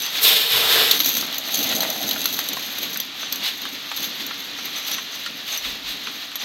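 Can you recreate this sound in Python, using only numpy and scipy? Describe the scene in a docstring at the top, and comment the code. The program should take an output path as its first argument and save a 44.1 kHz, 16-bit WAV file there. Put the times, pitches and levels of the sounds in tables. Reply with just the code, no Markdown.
"""A factory hall, close by the roller conveyor of a labeling machine, one hand-held microphone.
Small glass vials chatter on the rumbling rollers, clink together, tumble down a chute and patter
into a crate. The mechanism knocks on its frame; in the first second a loud hiss of air surges twice.
Behind it all are the whine of the drives and the swelling wash of the hall. The microphone moves
off over the crate, and near the end the hand shifts on it with a low rumble."""
import sys
import numpy as np
from scipy import signal
from scipy.fft import rfft, irfft
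from scipy.io import wavfile
from scipy.ndimage import uniform_filter1d

SR = 44100
rng = np.random.default_rng(int(sys.argv[2]) if len(sys.argv) > 2 else 0)


def dump(signal):
    """Clip the signal to [-1, 1] and save it as 16-bit WAV at the path in sys.argv[1]."""
    limited = np.clip(np.atleast_2d(signal).T, -1, 1)
    pcm = np.round(limited * 32767).astype(np.int16)
    wavfile.write(sys.argv[1], SR, pcm)


N = 284004
TIME = np.arange(N) / SR

# modes of a glass vial: nominal f/Hz, relative level/dB, t60/s
GLASS_MODES = [(6173, 0.5, 0.028), (6760, -8, 0.022), (12367, 1.5, 0.014), (12460, 2, 0.023),
               (15900, -6, .012)]
# spectrum of hissing air: f/Hz, relative level/dB
HISS_SPECTRUM = [(300, -67), (1800, -15.5), (2750, -4), (3300, -3), (3750, 1.5), (4900, -8.5), (6000, -15),
                 (7500, -16.5), (9500, -20.5), (11700, -16.5), (13100, -6.5), (14300, -15), (16000, -22)]


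def chatter(per_s, scatter_db, level_db, bunch_db, count=8, size=3000):
    """Close up, slightly different vials tap in random bunches as the rollers turn them."""
    out = 0
    for _ in range(count):
        gaps, force = rng.exponential(size=(size, 2)).T
        at = (np.cumsum(gaps) * SR * count / per_s).astype(int)
        push = undb(scatter_db * np.minimum(force, 2.5)) * rng.choice([-1, 1], size)
        taps = np.bincount(at[at < N], push[at < N], N)
        body = vial(1 + 0.0011 * rng.standard_normal(), clack_db=-3.0, crack_db=-11.5, spread=.016)
        out = out + signal.oaconvolve(taps, body)[:N]
    bunched = unit(out * undb(bunch_db * wander(55)))
    return bunched * activity(bed_db=-35.5, near_power=1.4, column=2) * undb(level_db)


def clinks(level_db, clack_db, rebound_s, weight):
    """The harder collisions of glass on glass; no two vials ring quite alike."""
    # collisions: t/s, relative peak level/dB, clack against the ring/dB
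    collisions = [(0.021, -17.5, -3), (0.063, -17, 1), (0.9116, -3, 0.5), (0.9927, -13, -13),
                  (1.0026, -6.5, -1.5), (1.0453, -12, 2), (1.06, -6.5, -15), (1.071, -15, -18),
                  (1.0904, -10, -21), (1.17, -9, -12), (1.2106, -12, -1.5), (1.3818, -12.5, -9),
                  (1.5474, -17, -18), (1.578, -18.5, -7), (1.8057, -9.5, -1), (1.9016, -13, -4.5),
                  (2.1103, -11, 2), (2.2426, -17, -11), (2.2563, -7, -4), (2.3908, -11, -4),
                  (2.4875, -11.5, -6), (2.5316, -17, -11), (2.7851, -16, -9), (2.8301, -14.5, -7),
                  (2.9731, -12, -17), (3.001, -11.5, -7.5), (3.3252, -10, -3.5), (3.3577, -16.5, -9),
                  (3.6177, -22, -2), (4.0295, -18.5, -11), (4.2652, -18, -12), (4.6557, -21, -18),
                  (4.915, -16.5, -6), (6.356, -16, -3)]
    out = np.zeros(N)
    for s, db, low_db in collisions:
        body = vial(1 + 0.0032 * rng.standard_normal(), low_db + clack_db, crack_db=-8.5, spread=0.043)
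        # a light, bright touch is over sooner than a heavy clack
        push = contact(rebound_s * undb(weight * low_db), scatter=0.92)
        add(out, s, signal.fftconvolve(body, push), db + level_db)
    return out


def vial(tune, clack_db, crack_db, spread):
    """One vial's answer to a tap: glass ring, lower clack and a broadband crack."""
    # vial against its cap and the roller: nominal f/Hz, relative level/dB, t60/s
    clack_modes = [(3380, -20, 0.013), (3773, 14, 0.013), (4405, 9, 0.032)]
    sound = ring(GLASS_MODES, tune, spread, count=5)
    sound += undb(clack_db) * ring(clack_modes, tune, spread=0.0944, count=10)
    sound[0] += undb(crack_db)
    return sound


def crate(level_db, upper_db):
    """Vials patter on the pile; softer contact rings mostly the lowest glass mode."""
    # vials settling: t/s, relative peak level/dB, patter t60/s
    landings = [(.02, -30.5, 0.41), (3.21, -35, 0.22), (4.58, -36, .3), (4.759, -34, 0.45),
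                (4.84, -34, 0.19), (4.919, -30.5, 0.37), (5.12, -36, .3), (5.519, -28, 0.11),
                (5.575, -19, 0.023), (5.66, -41, 0.21), (6.04, -41, 0.21), (6.391, -35, 0.37)]
    out = np.zeros(N)
    for s, db, patter_s in landings:
        body = ring(GLASS_MODES[:1], 0.99, spread=0.023, count=8)
        body += undb(upper_db) * ring(GLASS_MODES[1:], 0.99, spread=0.018)
        add(out, s, signal.fftconvolve(body, contact(patter_s, scatter=8.8)), db + level_db)
    return out


def air(hiss_db, roar_db, lead_s, spit_db, spit_s):
    """A rush of air surges twice, with more roar the second time."""
    # course of the rush: t/s, relative hiss level/dB, relative roar level/dB
    surges = [(.2, -41, -37), (0.251, -15, -26.5), (.31, -14, -27), (.36, -16, -29.5), (.49, -23, -35),
              (.55, -17, -26.5), (.68, -18.5, -25.5), (.76, -14.5, -22), (.82, -17, -24), (.88, -20, -28.5),
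              (1.0, -21.5, -31)]
    # roar under the hiss: f/Hz, relative level/dB
    roar_spectrum = [(30, -37), (85, -21), (170, -12), (270, -11), (410, 4.5), (540, -1.5), (1000, -4),
                     (1400, -0.5), (2000, 0), (3500, -29)]
    start, end = surges[0][0], surges[-1][0]
    valve = np.clip((TIME - start) / 0.018, 0, 1) * np.clip((end - TIME) / 0.049, 0, 1)
    jet = noise(HISS_SPECTRUM, ripple_db=2.5) * undb(hiss_db + 0.66 * wander(60.8))
    treble = signal.sosfiltfilt(signal.butter(2, 5500, "high", fs=SR, output="sos"), jet)
    flow = follow(surges)
    # the treble spits as the valve opens and runs ahead of each surge
    spit = undb(spit_db * np.exp(-np.maximum(TIME - start, 0) / spit_s))
    hiss = (jet - treble) * flow + treble * spit * np.interp(TIME + lead_s, TIME, flow)
    roar = noise(roar_spectrum, ripple_db=3.5) * follow(surges, column=2) * undb(roar_db)
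    return valve * (hiss + roar)


def knocks(level_db, crack_db, soft_hz):
    """Dry blows on the machine frame, whose modes lie densely; blunt contact leaves little treble."""
    # the mechanism's limping pairs of blows: t/s, relative peak level/dB
    blows = [(0.154, -22), (1.227, -18.5), (1.491, -21), (1.725, -15.5), (1.832, -16.5), (1.851, -15),
             (2.161, -18.5), (2.39, -17.5), (2.569, -17.5), (2.959, -20.5), (3.231, -17.5), (3.654, -19),
             (3.916, -16), (4.31, -21.5), (4.588, -21), (4.983, -18.5), (5.262, -18), (5.65, -24),
             (6.072, -19.5), (6.317, -26)]
    # machine frame: nominal f/Hz, relative level/dB, t60/s
    frame_modes = [(820, -16, 0.0034), (1280, 1, 0.011), (1690, 3, 0.016), (2290, -2.5, 0.022),
                   (3460, 7, 0.0036)]
    out = np.zeros(N)
    for s, db in blows:
        body = ring(frame_modes, 0.97, spread=0.192, count=20)
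        body[0] += undb(crack_db)
        add(out, s, signal.fftconvolve(body, contact(t60=0.048, scatter=1.0)), db + level_db)
    return filtered(out, 1, soft_hz, "low")


def rollers():
    """The rollers rumble unevenly, answering each tumble late and dying away slowly."""
    # roller rumble: f/Hz, relative level/dB
    spectrum = [(30, -32), (90, -20.5), (150, -8.5), (215, -1.5), (280, 2.5), (350, -7.5), (500, -7.5),
                (1200, -36.5)]
    load = activity(bed_db=-42.5, near_power=0.85, column=4, lag_s=0.025, release_s=0.094)
    return noise(spectrum, ripple_db=-0.5) * load * undb(1.7 * wander(35))


def chute(level_db, pass_s, width_s):
    """Vials roll down the chute, loudest as the microphone passes over it."""
    # rolling on the chute: f/Hz, relative level/dB
    spectrum = [(70, -23), (200, 0), (450, 3.5), (750, 11), (1050, -7), (1700, -6), (3500, -16)]
    passing = np.maximum(1 / np.hypot(1, (TIME - pass_s) / width_s), undb(-26))
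    return noise(spectrum, ripple_db=3) * passing * undb(level_db + 3.8 * np.tanh(wander(45)))


def drives(level_db):
    """The drives whine in faint, slightly wavering tones."""
    # drive tones: f/Hz, relative level/dB
    tones = [(283, -57.5), (1307, -69), (1401, -57), (1688, -55), (2755, -78)]
    whine = 0
    for hz, db in tones:
        pitch = hz * (1 + 0.00271 * wander(25))
        whine = whine + undb(db) * np.sin(2 * np.pi * np.cumsum(pitch) / SR)
    return np.sqrt(2) * undb(level_db) * whine


def buffet():
    """The second surge of air buffets the microphone."""
    # gust: t/s, level/dB
    gust = [(.45, -80), (.55, -46), (.75, -53), (.9, -83)]
    return rumble(gust, band_hz=[75, 135])


def handling():
    """The hand shifts on the microphone body with a deep rumble."""
    # handling noise: t/s, level/dB
    grip = [(5.55, -81), (5.68, -45), (5.78, -60.5), (5.98, -56), (6.15, -90)]
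    return rumble(grip, band_hz=[35, 70])


def hall(swell_db, steady_db, sizzle_db, sizzle_growth):
    """Machinery farther off: a steady bed, and a wash that swells and hisses as each vial slides."""
    # wash of the hall: f/Hz, relative level/dB
    spectrum = [(25, -17), (90, -14), (160, -10), (280, -13), (600, -9.5), (1000, -8.5), (1500, -6),
                (2400, -4.5), (3700, 2.5), (4400, -3), (5400, -11.5), (6300, -10.5), (8000, -28),
                (15500, -36)]
    swell = activity(bed_db=-29.5, near_power=0.43, column=3)
    wash = noise(spectrum, ripple_db=1.5) * swell * undb(swell_db + 1.68 * wander(40))
    wash = filtered(wash, 1, 700, "high")
    sizzle = noise(HISS_SPECTRUM, ripple_db=2.5) * (swell / swell.max()) ** sizzle_growth
    return wash + undb(sizzle_db) * sizzle + undb(steady_db) * noise(spectrum, ripple_db=4.0)


def room(x, t60, wet_db, size=22050):
    """Direct sound plus diffuse reflections from the machine's panels and the hall."""
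    tail = rng.standard_normal(size) * undb(-60 * np.arange(size) / SR / t60)
    return x + undb(wet_db) * signal.fftconvolve(x, tail / np.linalg.norm(tail))[:N]


def activity(bed_db, near_power, column, lag_s=0, attack_s=0.036, release_s=0.036):
    """Gain over time: a bed that grows with nearness, plus a rise, hold and fall for every tumble."""
    # microphone's nearness to the conveyor, then off over the crate: t/s, relative level/dB
    nearness = [(0, -8), (.45, -9), (1.05, 1.5), (1.28, -4.5), (1.8, 0.5), (2.35, -1.5), (2.7, -3.5),
                (3.1, -12), (4.5, -8.5), (6.44, -13)]
    # vials tumble off the rollers and slide: t/s, length/s, relative chatter/dB, scrape/dB, rumble/dB
    tumbles = [(0.01, 0.059, -40, -27.5, -61), (0.138, 0.055, -35.5, -25, -59),
               (0.98, 0.12, -27, -30, -39.5), (1.152, 0.057, -27.5, -30.5, -40),
               (1.549, 0.19, -27.5, -30.5, -38), (2.025, 0.32, -32, -36, -43), (2.774, .18, -38, -35, -43),
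               (3.194, 0.035, -40.5, -32, -47), (3.327, 0.067, -41, -36, -46),
               (3.455, 0.032, -37, -23.5, -53), (3.574, 0.091, -46, -42, -44.5),
               (3.714, 0.036, -44, -34.5, -50.5), (3.976, 0.075, -34.5, -32.5, -42),
               (4.197, 0.04, -44, -32, -42.5), (4.36, 0.054, -62, -43, -48), (4.61, .07, -44, -37.5, -46),
               (4.765, 0.016, -38.5, -29, -62), (4.878, 0.056, -36, -28, -46.5),
               (5.14, 0.063, -47, -32.5, -58), (5.28, 0.057, -57, -44, -48.5),
               (5.485, 0.084, -42, -28, -53), (5.643, 0.07, -40.5, -28.5, -44),
               (5.886, 0.037, -44, -27.5, -46), (6.03, 0.13, -49, -35.5, -49.5),
               (6.216, 0.021, -46, -32.5, -55), (6.412, .04, -47, -30.5, -45)]
    power = (undb(bed_db) * follow(nearness) ** near_power) ** 2
    for row in tumbles:
        age = TIME - row[0] - lag_s
        fade = np.maximum(-age, 0) / attack_s + np.maximum(age - row[1], 0) / release_s
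        power = power + (undb(row[column]) * np.exp(-fade)) ** 2
    return np.sqrt(power)


def ring(modes, tune, spread, count=4, size=1024):
    """Ring of a struck thing with unit energy; each mode is a cluster of close partials."""
    t = np.arange(size) / SR
    out = 0
    for hz, db, t60 in modes:
        partials = tune * hz * (1 + spread * rng.standard_normal((count, 1)))
        waves = rng.choice([-1, 1], (count, 1)) * np.sin(2 * np.pi * partials * t)
        out = out + undb(db) * unit(waves.sum(0) * undb(-60 * t / t60))
    return out / np.linalg.norm(out)


def contact(t60, scatter, size=8192):
    """A sharp tap followed by a dying chatter of tiny rebounds."""
    push = rng.standard_normal(size) ** 3 * undb(-60 * np.arange(size) / SR / t60)
    push *= scatter / np.linalg.norm(push)
    push[0] += 1
    return push


def noise(spectrum, ripple_db):
    """Noise of a given spectrum; reflections comb it into narrow, steady peaks."""
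    hz, db = np.transpose(spectrum)
    f = np.arange(N // 2 + 1) * SR / N
    grid_hz = np.arange(0, SR, 30)
    comb = np.interp(f, grid_hz, rng.standard_normal(len(grid_hz)))
    gain = undb(np.interp(np.log(f + 1), np.log(hz), db) + ripple_db * comb)
    return unit(irfft(rfft(rng.standard_normal(N)) * gain, N))


def rumble(curve, band_hz):
    """A band of noise that follows a level curve."""
    return unit(filtered(rng.standard_normal(N), 2, band_hz, "band")) * follow(curve)


def wander(rate_hz):
    """Smooth random drift with a spread near 1."""
    hold = int(SR / rate_hz)
    steps = np.repeat(rng.standard_normal(N // hold + 1), hold)
    return 1.456 * uniform_filter1d(uniform_filter1d(steps, hold), hold)[:N]


def follow(curve, column=1):
    """Gain over time from one dB column of a curve."""
    rows = np.vstack(curve)
    return undb(np.interp(TIME, rows[:, 0], rows[:, column]))


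def add(out, s, sound, db):
    """Mix in a sound at a time and a peak level."""
    i = max(int(s * SR), 0)
    out[i:i + len(sound)] += (sound * undb(db) / np.abs(sound).max())[:N - i]


def filtered(x, order, hz, kind):
    """Low-, high- or band-pass filter."""
    return signal.sosfilt(signal.butter(order, hz, kind, fs=SR, output="sos"), x)


def undb(db):
    """Decibels to gain."""
    return 10 ** (np.asarray(db) / 20)


def unit(x):
    """Scale to rms 1."""
    return x / np.sqrt(np.mean(x ** 2))


def scene():
    """All sources at one microphone, the same in both channels."""
    near = chatter(per_s=1150, scatter_db=8, level_db=3.5, bunch_db=2.5)
    near += clinks(level_db=3.5, clack_db=2.0, rebound_s=0.025, weight=0.34)
    near += crate(level_db=7.5, upper_db=-19)
    near += knocks(level_db=5.5, crack_db=-10.5, soft_hz=6000)
    near = filtered(near, 2, 320, "high")  # small parts radiate no bass
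    mono = room(near, t60=0.12, wet_db=-9.5)
    mono += rollers() + chute(level_db=-34, pass_s=1.88, width_s=0.13) + drives(level_db=-3.5)
    mono += air(hiss_db=0, roar_db=-0.5, lead_s=0.015, spit_db=10, spit_s=0.072) + buffet()
    mono += hall(swell_db=-0.8, steady_db=-38.5, sizzle_db=-27, sizzle_growth=1.84)
    mono += handling()
    return np.array([mono, mono])


def record(dry):
    """The recorder clips at full scale and cuts the top above 15750 Hz."""
    top_cut = signal.ellip(10, .2, 70, 15750, fs=SR, output="sos")
    return signal.sosfilt(top_cut, np.clip(dry, -1, 1))


dry = scene()
out = record(dry)
dump(out)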